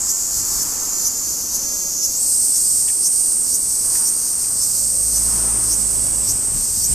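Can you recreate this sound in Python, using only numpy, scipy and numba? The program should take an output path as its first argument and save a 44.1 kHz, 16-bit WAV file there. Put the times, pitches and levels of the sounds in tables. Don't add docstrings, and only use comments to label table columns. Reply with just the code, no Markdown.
import sys
import numpy as np
from scipy import signal
from scipy.fft import rfft, irfft
from scipy.io import wavfile
from scipy.ndimage import uniform_filter1d
from numba import njit

SR = 44100
rng = np.random.default_rng(int(sys.argv[2]) if len(sys.argv) > 2 else 0)


def volts_from_db(level):
    exponent = np.asarray(level, float) / 20
    return 10 ** exponent


def bounce(signal):
    frames = np.transpose(np.atleast_2d(signal))
    limited = np.clip(frames, -1, 1)
    pcm = np.round(limited * 32767).astype(np.int16)
    wavfile.write(sys.argv[1], SR, pcm)


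N = 306054
T = np.arange(N) / SR
OPPOSED = np.array([[1], [-1]])


def unit(x):
    return x / np.sqrt(np.mean(x ** 2))


def curves(rows):
    s, *columns = np.transpose(rows)
    return [np.interp(T, s, c) for c in columns]


@njit
def svf(x, hz, width):
    y, b, l = np.empty(len(x)), 0., 0.
    for i in range(len(x)):
        g, k = np.tan(np.pi * hz[i] / SR), width[i] / hz[i]
        v = (b + g * (x[i] - l)) / (1 + g * (g + k))
        b, l, y[i] = 2 * v - b, l + 2 * g * v, k * v
    return y


def band(x, hz, width_hz):
    hz, width_hz = hz + np.zeros(N), width_hz + np.zeros(N)
    return svf(svf(x, hz, width_hz), hz, width_hz)


def colour(x, tone):
    hz, db = np.transpose(tone)
    f = np.arange(N // 2 + 1) * SR / N + 1
    gain_db = np.interp(np.log(f), np.log(hz), db)
    return irfft(rfft(x) * volts_from_db(gain_db), N)


def walk(changes, size):
    k = max(int(size[0] / changes), 1)
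    steps = np.repeat(rng.standard_normal((size[0] // k + 1, size[1])), k, axis=0)
    smooth = uniform_filter1d(uniform_filter1d(steps, k, axis=0), k, axis=0)
    return unit(smooth[:size[0]])


def drift(changes):
    return walk(changes, (N, 1))[:, 0]


def clicks(times, sizes):
    at = np.clip(times * SR, 8, N - 9)
    index = at.astype(int)[:, None] + np.arange(-7, 9)
    lag = index - at[:, None]
    pulse = np.sinc(lag) * np.cos(np.pi * lag / 16) ** 2
    out = np.zeros(N)
    np.add.at(out, index, sizes[:, None] * pulse)
    return out


def tymbal(hz, ribs, pattern_us, chance_us, pattern_db, chance_db, changes):
    phase = np.cumsum(hz) / SR
    cycles = int(phase[-1] / ribs)
    even = np.interp(np.arange(cycles * ribs), phase, T)
    pattern = walk(changes, (cycles, 2 * ribs))
    late_chance, size_chance = rng.standard_normal((cycles * ribs, 2)).T
    late_us = np.interp(even, T, pattern_us) * pattern[:, :ribs].ravel()
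    late_us = late_us + np.interp(even, T, chance_us) * late_chance
    size_db = pattern_db * pattern[:, ribs:].ravel() + chance_db * size_chance
    return clicks(even + late_us / 1e6, volts_from_db(size_db))


def smear(x, spread_ms, share):
    for part in (.17, .31, .53, .79, 1.0):
        taps = np.zeros(max(int(part * spread_ms * SR / 1000), 1) + 1)
        taps[0], taps[-1] = 1, -np.clip(share, 0, .9)
        x = signal.lfilter(taps[::-1], taps, x)
    return x


def scatter(x, t60, changes):
    t = np.arange(1, SR // 8) / SR
    bursts = rng.standard_normal((3, len(t))) * np.exp(-np.log(1000) * t / t60)
    bursts = bursts / np.sqrt((bursts ** 2).sum(1, keepdims=True))
    echoes = signal.fftconvolve(x[None], bursts, axes=1)[:, :N]
    shares = walk(changes, (N // 100 + 1, 3)).repeat(100, axis=0)[:N].T
    return (echoes * shares).sum(0) / np.sqrt((shares ** 2).sum(0))


def place(x, pan_db, shared_db, apart_db, t60):
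    mid = x + volts_from_db(shared_db) * scatter(x, t60, changes=40)
    side = volts_from_db(apart_db) * scatter(x, t60, changes=30)
    return (mid + side * OPPOSED) * volts_from_db(np.array([pan_db, -pan_db]) / 2)


def spread(make, likeness):
    likeness = np.clip(likeness, 0, 1)
    mid = np.sqrt(1 + likeness) * make()
    side = np.sqrt(1 - likeness) * make()
    return (mid + side * OPPOSED) / np.sqrt(2)


def bumps(times, peaks_db, lengths, base_db):
    power = volts_from_db(base_db) ** 2
    for s, db, w in zip(times, peaks_db, lengths):
        power = power + (volts_from_db(db) * np.exp(-((T - s) / w) ** 2)) ** 2
    return np.sqrt(power)


def singer():
    # (time [s], click rate [Hz], body resonance [Hz], chance unevenness [microseconds])
    posture = [(0, 548, 7550, 22), (.8, 569.6, 6950, 22.3), (.84, 589.4, 6980, 17), (1.42, 590.6, 6570, 20),
               (1.46, 506.5, 6400, 19), (2.05, 512.4, 6350, 17), (2.15, 516.6, 6700, 30),
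               (2.2, 507.2, 8330, 11), (2.32, 503, 8610, 9), (2.9, 483.5, 8540, 8.2),
               (3.35, 480.6, 8720, 7), (3.8, 471.6, 8585, 9), (4.25, 470, 8715, 7.74),
               (4.45, 469.5, 8475, 18.6), (4.8, 464, 8490, 20.5), (5.25, 471.3, 8570, 20.4),
               (6.15, 472.1, 8456, 17.5), (6.94, 480.7, 8423, 10.1)]
    # (time [s], level [dB])
    heard = [(0, -21), (.74, -27.5), (.93, -23.5), (1.34, -26.5), (2.0, -24), (2.12, -26.5), (2.23, -18),
             (2.5, -18), (3.44, -19.5), (3.6, -21), (4.01, -19.5), (4.25, -23), (4.54, -20.5), (4.77, -22),
             (4.9, -20), (5.29, -19.5), (6.11, -20), (6.37, -22), (6.85, -22), (6.94, -17.5)]
    # (start [s], resonance width [Hz], repeating unevenness [microseconds])
    phases = [(0, 2010, 10), (.82, 1450, 14), (2.09, 1710, 26), (2.3, 1738, 38), (4.45, 1510, 26.5)]
    # (time [s], depth [dB])
    dips = [(2.27, 2), (2.97, 3), (3.47, 3.5)]
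    # (time [s], left minus right [dB])
    bearing = [(0, -5), (2.7, -3.5), (3.2, -7), (4.7, -4.5), (5.8, -6), (6.94, -2.5)]
    blend_s, dip_s = .06, .023

    hz, body_hz, chance_us = curves(posture)
    start, *held = np.transpose(phases)
    now = np.searchsorted(start[1:], T)
    width_hz, pattern_us = (uniform_filter1d(c[now], int(blend_s * SR) + 1) for c in held)
    level_db = curves(heard)[0] - sum(db * np.exp(-((T - s) / dip_s) ** 2) for s, db in dips)
    hz = hz * (1 + chance_us / 9000 * drift(250))
    train = tymbal(hz, ribs=6, pattern_us=pattern_us, chance_us=chance_us,
                   pattern_db=1.5, chance_db=1.5, changes=12)
    train = smear(train, spread_ms=1.0, share=.53)
    lower = band(train, body_hz - .25 * width_hz, width_hz)
    upper = band(train, body_hz + .25 * width_hz, width_hz)
    ring = band(lower - upper, body_hz, 5.2 * width_hz)
    running_rms = np.sqrt(uniform_filter1d(ring ** 2, SR // 20))
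    ring = ring * volts_from_db(level_db) / running_rms
    return place(ring, curves(bearing)[0], shared_db=-9, apart_db=-6, t60=.04)


def neighbour():
    # (time of the peak [s], level [dB])
    swells = [(0.1064, -22.5), (0.6214, -23.5), (1.0704, -23), (1.5556, -22.5), (2.0504, -22.5),
              (2.5694, -23.5), (3.0664, -23), (3.5504, -22.5), (4.0833, -23.5), (4.6366, -26),
              (5.1714, -23), (5.7315, -23.5), (6.306, -23), (6.8525, -24)]
    rise_s, strong_db, rise_s_per_db = .021, -22.5, .003

    effort, climb = np.zeros(N), np.zeros(N)
    for s, db in swells:
        rise = max(rise_s + rise_s_per_db * (strong_db - db), .01)
        after_end = T - s - .012
        growth = np.exp(np.minimum(after_end + .02, 0) / rise)
        stop = np.exp(-np.maximum(after_end, 0) / .003)
        effort += volts_from_db(db) * growth * stop
        climb += np.clip(1 + after_end / .07, 0, 1) * (after_end < .03)
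    flat = np.ones(N)
    train = tymbal(500 * (1 + .01 * drift(30)), ribs=3, pattern_us=120 * flat, chance_us=20 * flat,
                   pattern_db=1.5, chance_db=1.3, changes=6)
    train = smear(train, spread_ms=.5, share=.3)
    body = unit(band(band(train, 4850 + 1850 * climb, 1800), 6100, 6200))
    rasp = unit(band(train, 11200, 9100))
    call = effort * (body + volts_from_db(-3.5) * rasp)
    return place(call, .3 * flat, shared_db=-4.5, apart_db=-7, t60=.034)


def chorus():
    # (frequency [Hz], relative density [dB per Hz])
    chorus_tone = [(3000, -35), (3900, -20), (4400, -7), (5300, 0.5), (6300, 3.5), (7300, 2.5),
                   (9500, -3.5), (11000, -3.5), (12500, -3.5), (14000, -5.5)]
    start_db, fade_db_per_s, sway_db = -23.5, .26, .7

    def crowd():
        grains = rng.standard_normal(N) * volts_from_db(3.5 * rng.standard_normal(N))
        return unit(colour(grains, chorus_tone)) * volts_from_db(1.4 * drift(120))
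    mid = crowd()
    side = colour(crowd(), [(3000, -9), (6000, -11), (8000, -7), (11000, -4.5)])
    return (mid + side * OPPOSED) * volts_from_db(start_db - fade_db_per_s * T + sway_db * drift(40.04))


def road():
    # (frequency [Hz], relative density [dB per Hz])
    road_tone = [(30, 1), (60, 3), (120, -6), (260, -0.5), (500, -6.5), (800, -10.5), (1600, -22.5),
                 (2600, -17.5), (4000, -21), (6000, -25.5)]
    # (time nearest [s], tyre hiss [dB], murmur [dB], time to fade to a third [s])
    passes = [(0, -43.5, -47, 0.18), (.7, -41.5, -42, 0.56), (1.64, -49, -42.5, 0.38),
              (3.4, -55.5, -50.5, 0.16), (3.97, -44, -43.5, 0.17), (4.4, -49, -56, 0.54),
              (5.45, -40, -36, 0.31), (6.1, -47.5, -38, 0.61), (6.5, -49, -63, 0.16)]
    # (time [s], peak [dB], time to fade to a third [s])
    moans = [(1.9, -51, 0.51), (4.95, -48, .25), (6.05, -48, 0.17)]
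    murmur_base_db, hiss_base_db = -41.5, -52.5
    s, hiss_db, murmur_db, fade_s = np.transpose(passes)

    def traffic():
        murmur = unit(colour(rng.standard_normal(N), road_tone))
        moan = unit(band(rng.standard_normal(N), 550, 110))
        hiss = unit(band(rng.standard_normal(N), 1070, 920))
        murmur = murmur * bumps(s, murmur_db, fade_s, murmur_base_db)
        moan = moan * bumps(*np.transpose(moans), -80)
        return murmur + moan + hiss * bumps(s, hiss_db, fade_s, hiss_base_db)
    return spread(traffic, .88)


def wind():
    # (time [s], peak [dB], time to fade to a third [s])
    gusts = [(0, -41, .12), (.39, -38, 0.066), (.6, -35, .1), (3.83, -46, .1), (5.28, -44, 0.082),
             (5.62, -45, .12), (6.08, -41, 0.077), (6.3, -32.5, 0.076), (6.58, -29.5, 0.072),
             (6.8, -34.5, 0.13), (6.94, -24, 0.064)]
    breeze_db, breeze_sway_db = -53, 5

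    def buffet():
        tone = [(12, -27), (25, -5), (60, -2), (130, -7.0), (250, -17.5), (600, -35)]
        return unit(colour(rng.standard_normal(N), tone))
    ports = spread(buffet, .3)
    return ports * bumps(*np.transpose(gusts), breeze_db + breeze_sway_db * drift(51.3))


def ticks():
    # (time [s], click gain before the filters [dB], ring [Hz])
    casing_ticks = [(2.876, -10, 2220), (2.885, -1, 2700), (2.8986, -4, 2210), (3.9538, -3, 2030),
                    (3.9646, -8, 1803), (4.4432, -9, 2330)]
    knocks = sum(volts_from_db(db) * band(clicks(np.array([s]), np.ones(1)), hz, 1300) for s, db, hz in casing_ticks)
    knocks = knocks + 1.5 * scatter(knocks, .035, changes=7)
    return band(knocks, 2300, 3200) * volts_from_db(np.array([[-2.], [2.]]))


def engine():
    # (time [s], firing rate [Hz], gain of all tones [dB], extra gain of the lowest tone [dB])
    drive = [(4.6, 53.9, -43, -12), (4.9, 54.03, -40, -7), (5.08, 53.9, -38, 1), (5.35, 56.86, -36, 0.4),
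             (5.54, 55.9, -36.5, 1.5), (5.8, 53.64, -36.5, -2.5), (6.2, 53.42, -36, -6),
             (6.5, 53.63, -39, -10)]
    # (multiple of the firing rate, relative gain [dB])
    orders = [(1, 3.5), (2, -3.5), (3, -11.5), (4, -10), (5, -11)]

    hz, level_db, lowest_db = curves(drive)
    first, last = drive[0][0], drive[-1][0]
    near = np.interp(T, [first - .4, first, last, last + .26], [0, 1, 1, 0])
    turn = 2 * np.pi * np.cumsum(hz) / SR + np.array([[0], [.5]])
    drone = 0
    for k, db in orders:
        tone_db = db + (k == 1) * lowest_db + 1.2 * drift(40)
        drone = drone + volts_from_db(tone_db) * np.sin(k * turn + k * k)
    return np.sqrt(2) * drone * near * volts_from_db(level_db + np.array([[-1.2], [1.2]]))


def scene():
    return singer() + neighbour() + chorus() + road() + wind() + ticks() + engine()


def narrow(x, keep_db, bass_hz):
    # (start [s], end [s])
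    wide_spells = [(.082, 0.19), (.54, 0.65), (.698, .874), (.911, 1.13), (1.194, 1.36), (1.622, 1.72),
                   (1.941, 2.1), (2.631, 2.76), (2.917, 3.012), (3.144, 3.245), (3.421, 3.52),
                   (4.582, 4.89), (5.745, 5.93), (6.745, 6.96)]
    mid, side = (x[0] + x[1]) / 2, (x[0] - x[1]) / 2
    frames = dict(fs=SR, window="cosine", nperseg=2048, noverlap=1024)
    hz, _, m = signal.stft(mid, **frames)
    d = signal.stft(side, **frames)[2]

    def power(z):
        sums = np.add.reduceat(abs(z) ** 2, np.arange(0, len(hz), 12))
        return uniform_filter1d(sums, 3).repeat(12, axis=0)[:len(hz)]
    floor = np.median(power(m).max(0)) * volts_from_db(-23) ** 2
    strong = power(d) > volts_from_db(keep_db) ** 2 * power(m) + floor
    patches = walk(110, (m.shape[1], len(hz) // 8 + 1)).T.repeat(8, axis=0)[:len(hz)]
    bass = hz[:, None] < bass_hz * volts_from_db(5.0 * patches)
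    kept = signal.istft(d * (strong | bass), **frames)[1][:N]
    wide = sum(np.clip(np.minimum(T - a, b - T) / .043, 0, 1) for a, b in wide_spells)
    side = wide * side + (1 - wide) * kept
    return np.array([mid + side, mid - side])


def roll_off(x):
    return signal.sosfilt(signal.butter(12, 15430, fs=SR, output="sos"), x)


def record(dry):
    low_pass = signal.ellip(12, .2, 100, 14250, fs=SR, output="sos")
    mix = narrow(signal.sosfilt(low_pass, dry), keep_db=-3.5, bass_hz=420)
    return roll_off(mix)


dry = scene()
out = record(dry)
bounce(out)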